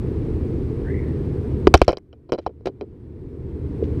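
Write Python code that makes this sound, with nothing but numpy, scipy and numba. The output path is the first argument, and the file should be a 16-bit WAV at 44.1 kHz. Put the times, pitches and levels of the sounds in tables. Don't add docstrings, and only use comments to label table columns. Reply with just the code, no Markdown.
import sys
import numpy as np
from scipy import signal
from scipy.fft import rfft, irfft
from scipy.io import wavfile
from scipy.ndimage import uniform_filter1d
from numba import njit

SR = 44100
rng = np.random.default_rng(int(sys.argv[2]) if len(sys.argv) > 2 else 0)


def gain_from_decibels(decibels):
    exponent = np.asarray(decibels, float) / 20
    return 10 ** exponent


def store_wav(level_fs):
    pcm = np.round(np.clip(np.atleast_2d(level_fs), -1, 1) * 32767)
    wavfile.write(sys.argv[1], SR, pcm.T.astype(np.int16))


N = 176400


def decay(t, t60):
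    return np.exp(-np.log(1000) * t / t60)


def sine(hz, t):
    return np.sin(2 * np.pi * hz * t)


def level(x, db):
    return x * gain_from_decibels(db) / np.sqrt(np.mean(x ** 2))


def add(out, s, x):
    i = int(s * SR)
    out[i:i + len(x)] += x[:len(out) - i]


def walk(rate):
    hold = int(SR / rate)
    steps = np.repeat(rng.standard_normal(N + 1)[:N // hold + 1], hold)
    return 0.76 * uniform_filter1d(uniform_filter1d(steps, hold), hold)[:N]


def shaped(gain):
    hz = np.arange(N // 2 + 1) * SR / N + 1
    return irfft(rfft(rng.standard_normal(N)) * gain(hz), N)


def peak(centre_hz, width_hz):
    return shaped(lambda f: 1 / (1 + ((f - centre_hz) / width_hz * 2) ** 2))


def ring(t, modes, chance):
    scatter_db, scatter_pitch = 3.5, 0.02
    out = 0
    for (hz, db, t60), (c, d) in zip(modes, chance):
        out = out + gain_from_decibels(db + scatter_db * c) * decay(t, t60) * sine(hz * (1 + scatter_pitch * d), t)
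    return out


# (frequency [Hz], relative density [dB per Hz])
TRAFFIC_SPECTRUM = [(15, -41.5), (25, -8), (69, -5), (101, -2.5), (132, -0.5), (172, -9.5), (257, -8.5),
                    (374, -7.5), (477, -14), (545, -26.5), (712, -34), (1010, -37), (1320, -42.5),
                    (2260, -46.5), (2950, -52.5), (4530, -57), (6770, -66), (8610, -66), (15100, -74.5)]


def traffic():
    rumble_db, drone_db, whine_db = -24, -28.5, -80
    hz, db = np.array(TRAFFIC_SPECTRUM).T
    rumble, swell = 0, walk(0.81)
    for mid in 30 * 2. ** np.arange(10):
        lowest = -1 if mid > 30 else 0

        def band_gain(f):
            crossfade = np.cos(np.pi / 2 * np.clip(np.log2(f / mid), lowest, 1))
            return gain_from_decibels(np.interp(np.log(f), np.log(hz), db)) * crossfade

        rumble = rumble + shaped(band_gain) * gain_from_decibels(0.52 * swell + 0.24 * walk(6))
    drone = level(peak(77.7, 12), drone_db) * gain_from_decibels(0.8 * walk(1.1))
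    whine = level(peak(8440, 120), whine_db)
    return level(rumble, rumble_db) + drone + whine


# (time [s], centre frequency [Hz], rms level [dB])
BIRD_TRACK = [(0.839, 1550, -66), (.87, 1650, -47.5), (.92, 1950, -45), (0.999, 2088, -48),
              (1.061, 1950, -53.5), (1.2, 1800, -66)]


def bird():
    width_hz, rasp_hz = 420, 85
    t = np.arange(N) / SR
    s, hz, db = np.array(BIRD_TRACK).T
    rough = shaped(lambda f: 1 / (1 + (f / width_hz * 2) ** 4)) * (1 + 0.27 * sine(rasp_hz, t))
    tone = np.sin(2 * np.pi * np.cumsum(np.interp(t, s, hz)) / SR)
    return level(rough * tone, 0) * gain_from_decibels(np.interp(t, s, db, -120, -120))


def step():
    time_s, db, hz, rise_s, t60_s = 3.8245, 9.5, 420, 0.0035, 0.023
    out, t = np.zeros(N), np.arange(4096) / SR
    rise = (1 - np.exp(-t / rise_s)) ** 2
    add(out, time_s, gain_from_decibels(db) * rise * decay(t, t60_s) * sine(hz, t))
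    return out


# (time [s], length [s], level [dB])
SCRAPES = [(1.753, 0.059, -35.5), (1.822, 0.07, -38), (1.918, 0.041, -43), (2.39, 0.089, -46),
           (2.654, 0.036, -22.5), (3.826, 0.038, -55)]


def grit():
    low_hz, top_hz, uneven_db = 800, 4000, 9
    t = np.arange(N) / SR
    shape = 0
    for s, span, db in SCRAPES:
        shape = shape + gain_from_decibels(db) * np.interp(t, [s, s + .004, s + span], [0, 1, .3], 0, 0)
    scrape = shaped(lambda f: f / low_hz / (1 + f / low_hz) / (1 + (f / top_hz) ** 4))
    return shape * gain_from_decibels(uneven_db * walk(400)) * level(scrape, 0)


# (time [s], level [dB], swing frequency [Hz])
CAMERA_SHOVES = [(1.679, -8.5, 51.4), (1.743, 10, 67), (1.82, 10.5, 56), (1.883, 9.5, 60),
                 (2.322, -2.5, 58.7), (2.466, -2, 60), (2.66, -12.5, 60.4)]


def shoves():
    rise_s, t60_s = 0.00079, 0.069
    out, t = np.zeros(N), np.arange(8192) / SR
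    for s, db, hz in CAMERA_SHOVES:
        add(out, s, -gain_from_decibels(db) * (1 - np.exp(-t / rise_s)) * decay(t, t60_s) * sine(hz, t))
    return out


# (time [s], relative level [dB])
TICK_TIMES = [(1.7748, -9.5), (1.793, -23), (1.8455, -10), (1.9189, -6.5), (1.982, -9)]
# (frequency [Hz], relative level [dB], t60 [s])
TICK_MODES = [(2090, 3.5, .006), (5600, 0.5, 0.0052)]


def ticks():
    out, t = np.zeros(N), np.arange(4096) / SR
    for s, db in TICK_TIMES:
        touch = rng.standard_normal(len(t)) * (t < .003)
        tick = signal.fftconvolve(touch, ring(t, TICK_MODES, np.zeros((2, 2))))[:len(t)]
        add(out, s, gain_from_decibels(db) * tick / 30)
    return out


# (time [s], relative level [dB], knock frequency [Hz], treble against the knock [dB], first rebound gap [s])
BALL_KNOCKS = [(1.517, -30, 454, -22, 0.0004), (1.671, 7.5, 351.4, -19.5, 0), (1.676, -10.5, 400, -6, 0),
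               (1.7406, 17, 624, -8, 0.00098), (1.743, 5.5, 810, -2, 0.0038), (1.7525, 5.5, 640, -17, 0),
               (1.8165, 18.5, 444, -6.5, 0.00046), (1.8236, -8.5, 900, -2, 0),
               (1.8802, 19.5, 470, -11, 0.0017), (1.8904, 14.5, 487, -13.5, 0.0031),
               (1.8997, 7.5, 460, -14.5, 0), (1.9058, 8.5, 450, -12.5, 0), (1.9115, -1, 440, -11, 0.0016),
               (1.9295, 5.5, 430, -12.5, 0.002), (1.9367, -6.5, 431, -16, .0075),
               (1.9711, 2, 420, -8, 0.00079), (1.976, -15.5, 420, -8.5, .005),
               (2.129, -11.5, 450, -11, .004), (2.2917, -15.5, 450, -9.5, 0.0027),
               (2.2948, -7, 447, -18, .003), (2.3213, 17, 466, -14.5, .008),
               (2.3808, -13.5, 450, -8, 0.0019), (2.386, 5.5, 484, -16, 0.0036),
               (2.4637, 16, 896, -25, 0.0015), (2.4732, 1.5, 437, -20, 0.0022),
               (2.493, -8, 400, -29.5, 0.0044), (2.609, -17, 400, -24, 0), (2.6568, 4.5, 408, -21, .006),
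               (2.671, 10.5, 460, -18.5, 0.0014), (2.678, 1, 370, -21, .0054),
               (2.811, -4, 400, -14.5, 0.00067), (2.818, -3, 380, -25.5, .0052)]
# (frequency [Hz], relative level [dB], t60 [s])
CUP_MODES = [(760, 9.5, .012), (1018, 7.5, 0.0089), (1370, 3.5, 0.0093), (1850, -4, 0.0042),
             (2415, 3, 0.0072), (3060, -1, 0.011), (4070, -3.5, 0.015), (4767, -1, 0.0099),
             (5367, -4, 0.012), (7500, -12.5, .006)]


def knock(t, hz):
    cycles, push_s = 5.68, 0.0014
    hole_hz, hole_db, hole_t60_s = 380, -16, 0.035
    push = 1 - np.exp(-t / push_s)
    dull = decay(t, cycles / hz) * sine(hz, t)
    hole_air = gain_from_decibels(hole_db) * decay(t, hole_t60_s) * sine(hole_hz, t)
    return -3 * push ** 1.1 * (dull + hole_air)


def click(t, blow_db, chance, noise):
    touch_s, modes_db = 0.0005, -6.5
    crack_db, crack_t60_s, tail_db, tail_t60_s = -6, 0.007, -37, 0.055
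    treble_hz, octaves_per_db = 5600, 0.022
    touch = (0.5 + noise[:256]) * np.exp(-t[:256] / touch_s)
    touch = touch / np.sqrt(np.sum(touch ** 2))
    modes = np.convolve(ring(t, CUP_MODES, chance), touch)[:len(t)] * gain_from_decibels(modes_db)
    crack = noise * (gain_from_decibels(crack_db) * decay(t, crack_t60_s) + gain_from_decibels(tail_db) * decay(t, tail_t60_s))
    top_hz = np.clip(treble_hz * 2 ** (octaves_per_db * blow_db), 500, 18000)
    return signal.lfilter(*signal.butter(3, top_hz, fs=SR), modes + crack)


def ball():
    rebounds, gap_ratio, rebound_db, treble_fade_db = 9, 0.86, -3, -1.63
    out, t = np.zeros(N), np.arange(4096) / SR
    for s, db, hz, treble_db, gap in BALL_KNOCKS:
        for k in range(rebounds if gap > .001 else 1):
            chance = rng.standard_normal((len(CUP_MODES) + 1, 2))
            noise = rng.standard_normal(len(t))
            blow_db = db + k * rebound_db
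            if k > 0:
                blow_db += chance[-1, 0]
            bright = gain_from_decibels(treble_db + k * treble_fade_db) * click(t, blow_db, chance, noise)
            add(out, s, gain_from_decibels(blow_db) * (knock(t, hz) + bright))
            s += gap * gap_ratio ** k
    return out


def scene():
    return (traffic() + bird() + step() + grit() + shoves() + ticks() + ball())[None]


@njit
def agc_db(x_db, start, release, lag):
    gain = np.empty(len(x_db))
    excess, first, second = 0., 0., 0.
    for i in range(len(x_db)):
        excess = max(excess - release, x_db[i] - start, 0.)
        first += (excess - first) * lag
        second += (first - second) * lag
        gain[i] = -second
    return gain


def roll_off(x):
    return signal.sosfilt(signal.butter(12, 15270, fs=SR, output="sos"), x)


def record(dry):
    start_db, release_db_s, lag_s, hiss_db, knee = -7.5, 17, 0.065, -90.5, 3
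    input_db = 20 * np.log10(np.abs(dry[0]) + 1e-9)
    x = dry * gain_from_decibels(agc_db(input_db, start_db, release_db_s / SR, 1 / (lag_s * SR)))
    x = x + level(rng.standard_normal(N), hiss_db)
    clipped = x / (1 + np.abs(x) ** (2 * knee)) ** (.5 / knee)
    return roll_off(clipped)


dry = scene()
out = record(dry)
store_wav(out)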